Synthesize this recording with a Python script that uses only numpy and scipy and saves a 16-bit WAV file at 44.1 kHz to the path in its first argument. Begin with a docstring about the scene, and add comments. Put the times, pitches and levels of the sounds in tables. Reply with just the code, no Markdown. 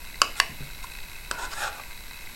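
"""Spoon and yogurt bowl, small kitchen

A plastic spoon knocks three times on a small hand-held plastic bowl, ringing its damped modes, and
scrapes out yogurt: stick-slip clicks drive resonances of the wall and a gliding hollow.
Decaying tones make two wet plops; filtered noise and a low tone make the soft bumps of the hands.
The room rings briefly in decaying noise. Behind it: a faint rattling whirr of unevenly ticking noise,
a low rumble, and the hiss and thin whine of the microphone."""
import sys
import numpy as np
from scipy import signal
from scipy.fft import rfft, irfft
from scipy.io import wavfile

SR = 44100
rng = np.random.default_rng(int(sys.argv[2]) if len(sys.argv) > 2 else 0)


def inscribe(sig):
    """Save sig as 16-bit PCM at rate SR to the path in sys.argv[1].

    A 1-D sig is mono; a 2-D sig holds one channel per row.
    Samples are clipped to [-1, 1] before scaling.
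    """
    pcm = np.round(np.clip(np.atleast_2d(sig).T, -1, 1) * 32767)
    wavfile.write(sys.argv[1], SR, pcm.astype(np.int16))


N = 103635

# reverberation of the kitchen, by band [low edge f/Hz, high edge f/Hz, 60 dB decay t/s, level/dB]
KITCHEN_BANDS = [(150, 720, 0.38, 12), (950, 2460, 0.13, 8), (1920, 3060, 0.36, 8.5), (4160, 5800, 0.32, 2),
                 (6600, 25000, 0.29, -1)]
ROOM_DELAY_S, SCRAPE_ROOM_DB, PLOP_ROOM_DB = 0.0045, -9.5, -16

# spectrum of rumble and hiss [f/Hz, level/dB]
FLOOR_SPECTRUM = [(10, 6), (32, -1), (50, -4.5), (75, -13), (105, -19.5), (145, -17.5), (220, -22.5),
                  (400, -26), (750, -27), (3200, -36), (7000, -32), (16000, -33)]
FLOOR_DB = -39.5
WHINE_HZ, WHINE_DB = 11362, -57

# resonances of the rattling whirr [f/Hz, width/Hz (doubled in each of two passes), level/dB]
WHIRR_MODES = [(961, 103, -4), (1576, 158, -2), (2102, 203, 1.5), (2528, 96, 3), (3990, 113, -1.5),
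               (4304, 417, -6), (4990, 1060, -12.5), (7820, 1000, -13)]
WHIRR_DB, WHIRR_STEADY = -45, 0.45
RATTLE_PER_S, RATTLE_JITTER, RATTLE_SPREAD_DB, RATTLE_DECAY_S = 90, 0.35, 3.5, 0.0017

# dull bumps of the hands on the bowl [start t/s, decay t/s, rub level/dB, boom level/dB]
HAND_BUMPS = [(0.491, 0.056, -40, -39.5), (0.601, 0.047, -37.5, -32.5)]
# spectrum of the rub [f/Hz, level/dB]
RUB_SPECTRUM = [(25, 3), (60, 8), (100, -11), (170, -2.5), (340, -8), (600, -17), (2000, -48)]
BUMP_RISE_S, BOOM_HZ = 0.004, 138.2

# wet plops of the yogurt [centre t/s, f/Hz, decay to either side t/s, level/dB]
YOGURT_PLOPS = [(0.845, 1010, 0.0024, -27), (1.157, 2570, 0.0022, -32)]

# modes of the bowl [f/Hz, 60 dB decay t/s, level/dB at the spot of the first, second, third knock]
BOWL_MODES = [(595, 0.025, -22, -44, -27), (1083, 0.023, -7, -11, -19), (1380, 0.005, -1.5, -7, -3.5),
              (1670, 0.011, -14.5, -5, -10.5), (2044, 0.014, -30, -13.5, -39),
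              (2607, 0.027, -15, -19, -25.5), (2830, 0.011, -10, -8, -26), (3075, 0.012, -13, -18, -28),
              (3490, 0.019, -27.5, -20, -30), (4570, 0.015, -10, -10, -54), (5060, 0.0057, -8, -17, -31),
              (5550, 0.012, -20, -18, -35), (6060, 0.016, -22, -33, -47), (7180, 0.011, -17.5, -25, -28),
              (8330, 0.027, -32, -30, -24.5)]
# brief swell of the bowl's ring [start t/s, rise t/s, hold t/s, step back t/s (negative), level/dB]
# the sound ends at rise + hold + step back, here half way up the rise
RING_SWELL = (1.5, 0.08, 0.17, -0.21, -26)

# strokes of the spoon along the wall
# [start t/s, rise t/s, hold t/s, fall t/s, body level/dB, grit level/dB, place 0-1, grit top f/Hz]
SPOON_STROKES = [(0.349, 0.025, 0.025, .008, -43.5, -40, 1, 12600),
                 (0.811, 0.027, 0.0094, 0.016, -50.5, -44.5, 0.5, 14000),
                 (1.302, 0.018, 0.054, 0.025, -41, -58, 0, 8200),
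                 (1.373, 0.015, 0.069, 0.032, -36, -41.5, 0.12, 8850),
                 (1.417, 0.006, 0.028, 0.022, -52, -49.5, 0, 8600),
                 (1.475, 0.041, 0.062, 0.024, -44.5, -44.5, 0.2, 11200),
                 (1.549, 0.048, 0.038, 0.069, -33.5, -37, 0.8, 13000),
                 (1.603, 0.031, 0.046, 0.035, -35.5, -38, 1, 9200),
                 (1.708, 0.025, 0.054, 0.018, -44.5, -51, 0.6, 8100),
                 (1.796, 0.0007, 0.0024, 0.0077, -34, -45, 0.7, 8100)]
# resonances of the wall under the spoon [f/Hz, width/Hz, level/dB at place 0, level/dB at place 1]
WALL_MODES = [(387, 110, -0.5, -16), (620, 46, -35, -20), (703, 39, 5, -7.5), (843, 48, -4, 11),
              (983, 130, 10.5, -11), (1178, 30, -14, 10), (1377, 150, -9, 7.5), (1453, 38, 9, -6),
              (1730, 45, -29, -1), (2453, 59, 12.5, 14)]
# tone of the clicks that drive the wall [f/Hz, level/dB]
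WALL_DRIVE = [(250, -4.5), (450, 7.5), (1750, 6.5), (2300, -9), (8000, -26)]
# spectrum of the bright grit [f/Hz, level/dB]
GRIT_SPECTRUM = [(1200, -44), (2100, -16), (2500, 5), (3000, -2.5), (3550, 7.5), (4600, -2.5), (5500, 3.5),
                 (6100, -2.5), (6950, 6), (7600, -1), (8150, 9.5), (9000, -4), (9750, 3), (10700, -2.5),
                 (13000, -3), (16000, -9)]
# resonance of the hollow between spoon and wall, rising and then sinking [t/s, f/Hz]
HOLLOW_GLIDE = [(1.5, 1415), (1.585, 1720), (1.625, 1650), (1.675, 1210)]
HOLLOW_WIDTH_HZ, HOLLOW_DB = 58, -6
SLIPS_PER_S, SLIP_SPREAD_DB, SLIP_STEADY = 8000, 1, 0.76
# the spoon catches and lets go
JUDDER_PER_S, JUDDER_JITTER, JUDDER_SPREAD_DB, JUDDER_DECAY_S = 270, 0.25, 1.5, 0.00034

# knocks of the spoon [start t/s, ring level/dB, crack level/dB, level into the room/dB]
KNOCKS = [(0.2172, 2.14, -10.5, -14.5), (0.4002, 1.96, -13.5, -14), (1.3121, -4, -20.5, -15)]
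# spectrum of the contact noise [f/Hz, level/dB]
CRACK_SPECTRUM = [(300, -5.5), (800, 2), (1500, 6), (2250, -1.5), (5000, 2.5), (9000, -2), (12000, -9.5),
                  (16000, -24)]
CRACK_DECAY_S = 0.0023
RADIATE_HZ = 328  # the small bowl radiates little below this

CLIP_LEVEL, TOP_HZ = 1, 16000


def undb(db):
    """Decibels to gain."""
    return 10 ** (np.asarray(db) / 20)


def unit(x):
    """Scale to rms 1."""
    return x / np.sqrt(np.mean(x ** 2))


def since(start):
    """Seconds since start, zero before it."""
    return np.maximum(np.arange(N) - round(start * SR), 0) / SR


def decay60(t, t60):
    """Exponential decay that falls 60 dB in t60 seconds."""
    return np.exp(-np.log(1000) * t / t60)


def swell(start, rise, hold, fall):
    """Pressure that rises, holds and falls."""
    return np.interp(since(start), np.cumsum([0, rise, hold, fall]), [0, 1, 1, 0])


def colour(x, points):
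    """Filter by a curve of (Hz, dB) points, straight over log frequency."""
    hz, db = np.array(points, float).T
    f = np.maximum(np.fft.rfftfreq(len(x), 1 / SR), 1)
    gain = undb(np.interp(np.log(f), np.log(hz), db))
    return irfft(rfft(x) * gain, len(x))


def resonate(x, hz, width):
    """Two-pole resonance, gain 1 at the centre."""
    return signal.lfilter(*signal.iirpeak(hz, hz / width, fs=SR), x)


def glide(x, curve, width):
    """Resonance whose centre follows a curve of (s, Hz) points."""
    centre_hz = np.interp(since(0), *np.array(curve).T)
    turn = np.exp(2j * np.pi * np.cumsum(centre_hz) / SR)
    # shift the centre to 0 Hz, smooth there, shift back
    smooth = signal.lfilter([1], [1, -np.exp(-np.pi * width / SR)], x / turn)
    return np.real(turn * smooth)


def chatter(per_s, jitter, spread_db, decay):
    """Envelope of unevenly spaced, quickly dying ticks."""
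    gap, size = np.clip(rng.standard_normal((N // 50, 2)).T, -2, 2)
    at = (np.cumsum(np.exp(jitter * gap)) * SR / per_s).astype(int)
    ticks = np.bincount(at[at < N], undb(spread_db * size[at < N]), N)
    return signal.lfilter([1], [1, -np.exp(-1 / (decay * SR))], ticks)


def kitchen(x):
    """Diffuse reflections that die away band by band."""
    t = np.arange(SR // 2) / SR
    tail = 0
    for lo_hz, hi_hz, t60, db in KITCHEN_BANDS:
        edges = [lo_hz, min(hi_hz, SR / 2 - 1)]
        band = signal.butter(2, edges, "band", fs=SR, output="sos")
        noise = signal.sosfilt(band, rng.standard_normal(len(t)))
        tail = tail + undb(db) * noise * decay60(t, t60)
    tail = tail * (t > ROOM_DELAY_S)
    return signal.fftconvolve(x, tail / np.sqrt(np.sum(tail ** 2)))[:N]


def floor():
    """Low rumble and even hiss as shaped noise, and a thin electrical whine as a sine."""
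    whine = undb(WHINE_DB) * unit(np.sin(2 * np.pi * WHINE_HZ * since(0)))
    noise = unit(colour(rng.standard_normal(N), FLOOR_SPECTRUM))
    return undb(FLOOR_DB) * noise + whine


def whirr():
    """A faint machine, perhaps a fan: noise with uneven ticks excites a few resonances."""
    ticks = chatter(RATTLE_PER_S, RATTLE_JITTER, RATTLE_SPREAD_DB, RATTLE_DECAY_S)
    drive = rng.standard_normal(N) * (WHIRR_STEADY + ticks)
    ring = 0
    for hz, width, db in WHIRR_MODES:
        once = resonate(drive, hz, 2 * width)
        ring = ring + undb(db) * resonate(once, hz, 2 * width)
    return undb(WHIRR_DB) * unit(ring)


def handling():
    """Soft bumps as the bowl is turned in the hand: a dull rub and one low boom."""
    out = 0
    rub = unit(colour(rng.standard_normal(N), RUB_SPECTRUM))
    for start, decay, rub_db, boom_db in HAND_BUMPS:
        t = since(start)
        push = np.exp(-t / decay) * (1 - np.exp(-t / BUMP_RISE_S))
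        boom = np.sin(2 * np.pi * BOOM_HZ * t)
        out = out + push * (undb(rub_db) * rub + undb(boom_db) * boom)
    return out


def yogurt():
    """Small air pockets plop in the yogurt: tones that swell and die exponentially."""
    out = 0
    for at, hz, length, db in YOGURT_PLOPS:
        t = np.arange(N) / SR - at
        out = out + undb(db) * np.sin(2 * np.pi * hz * t) * np.exp(-np.abs(t) / length)
    return out + undb(PLOP_ROOM_DB) * kitchen(out)


def slips():
    """Dense stick-slip clicks of random sign, bunched by the spoon's quick judder."""
    judder = SLIP_STEADY + chatter(JUDDER_PER_S, JUDDER_JITTER, JUDDER_SPREAD_DB, JUDDER_DECAY_S)
    size = judder * undb(SLIP_SPREAD_DB * np.clip(rng.standard_normal(N), -2, 2))
    sign = np.sign(rng.standard_normal(N))
    return size * sign * (rng.random(N) < SLIPS_PER_S / SR)


def slide():
    """Light friction sets the bowl's modes singing in one brief swell that breaks off."""
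    clicks = slips()
    ring = 0
    for k, (hz, t60, db, _, _) in enumerate(BOWL_MODES):
        width = np.log(1000) / (np.pi * t60)  # a longer ring is a narrower resonance
        ring = ring + (-1) ** k * undb(db) * np.sqrt(t60) * resonate(clicks, hz, width)
    start, rise, hold, step_back, level_db = RING_SWELL
    t = since(start)
    pressure = np.where(t <= rise + hold + step_back, t / rise, 0)
    return undb(level_db) * pressure * unit(ring)


def scrapes():
    """The spoon's slips drive the hollow and the wall, which rings by place, and add a bright grit."""
    out, clicks = 0, slips()
    grit = unit(colour(clicks, GRIT_SPECTRUM))
    drive = colour(clicks, WALL_DRIVE)
    rings = [resonate(drive, hz, width) for hz, width, _, _ in WALL_MODES]
    hollow = undb(HOLLOW_DB) * unit(glide(drive, HOLLOW_GLIDE, HOLLOW_WIDTH_HZ))
    for *shape, body_db, grit_db, place, top_hz in SPOON_STROKES:
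        wall = 0
        for (_, _, *place_db), ring in zip(WALL_MODES, rings):
            wall = wall + undb(np.interp(place, [0, 1], place_db)) * ring
        body = unit(unit(wall) + hollow)
        top_cut = signal.butter(8, min(top_hz, SR / 2 - 1), fs=SR, output="sos")
        scratch = signal.sosfilt(top_cut, grit)
        pressure = swell(*shape)
        out = out + pressure * undb(body_db) * body
        out = out + pressure ** 2 * undb(grit_db) * scratch  # grit needs more pressure
    return out + undb(SCRAPE_ROOM_DB) * kitchen(out)


def taps():
    """Each knock cracks and rings the bowl's hand-damped modes, weighted by where it lands."""
    dry, send = 0, 0
    for spot, (start, ring_db, crack_db, room_db) in enumerate(KNOCKS):
        t = since(start)
        ring = 0
        for k, (hz, t60, *spots) in enumerate(BOWL_MODES):
            gain = (-1) ** k * undb(ring_db + spots[spot])
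            ring = ring + gain * np.sin(2 * np.pi * hz * t) * decay60(t, t60)
        noise = unit(colour(rng.standard_normal(N), CRACK_SPECTRUM))
        crack = undb(crack_db) * noise * np.exp(-t / CRACK_DECAY_S) * (t > 0)
        dry = dry + ring + crack
        send = send + undb(room_db) * (ring + 2 * crack)  # the crack spreads more widely
    radiate = signal.butter(1, RADIATE_HZ, "high", fs=SR)
    return signal.lfilter(*radiate, dry + kitchen(send))


def scene():
    """Spoon, bowl and yogurt over the kitchen's background."""
    background = floor() + whirr()
    bowl = handling() + yogurt() + slide() + scrapes() + taps()
    return (background + bowl)[None]


def record(dry):
    """The recorder clips anything beyond full scale, then cuts the top steeply."""
    clipped = np.clip(dry, -CLIP_LEVEL, CLIP_LEVEL)
    return signal.sosfilt(signal.ellip(10, 0.1, 70, TOP_HZ, fs=SR, output="sos"), clipped)


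dry = scene()
out = record(dry)
inscribe(out)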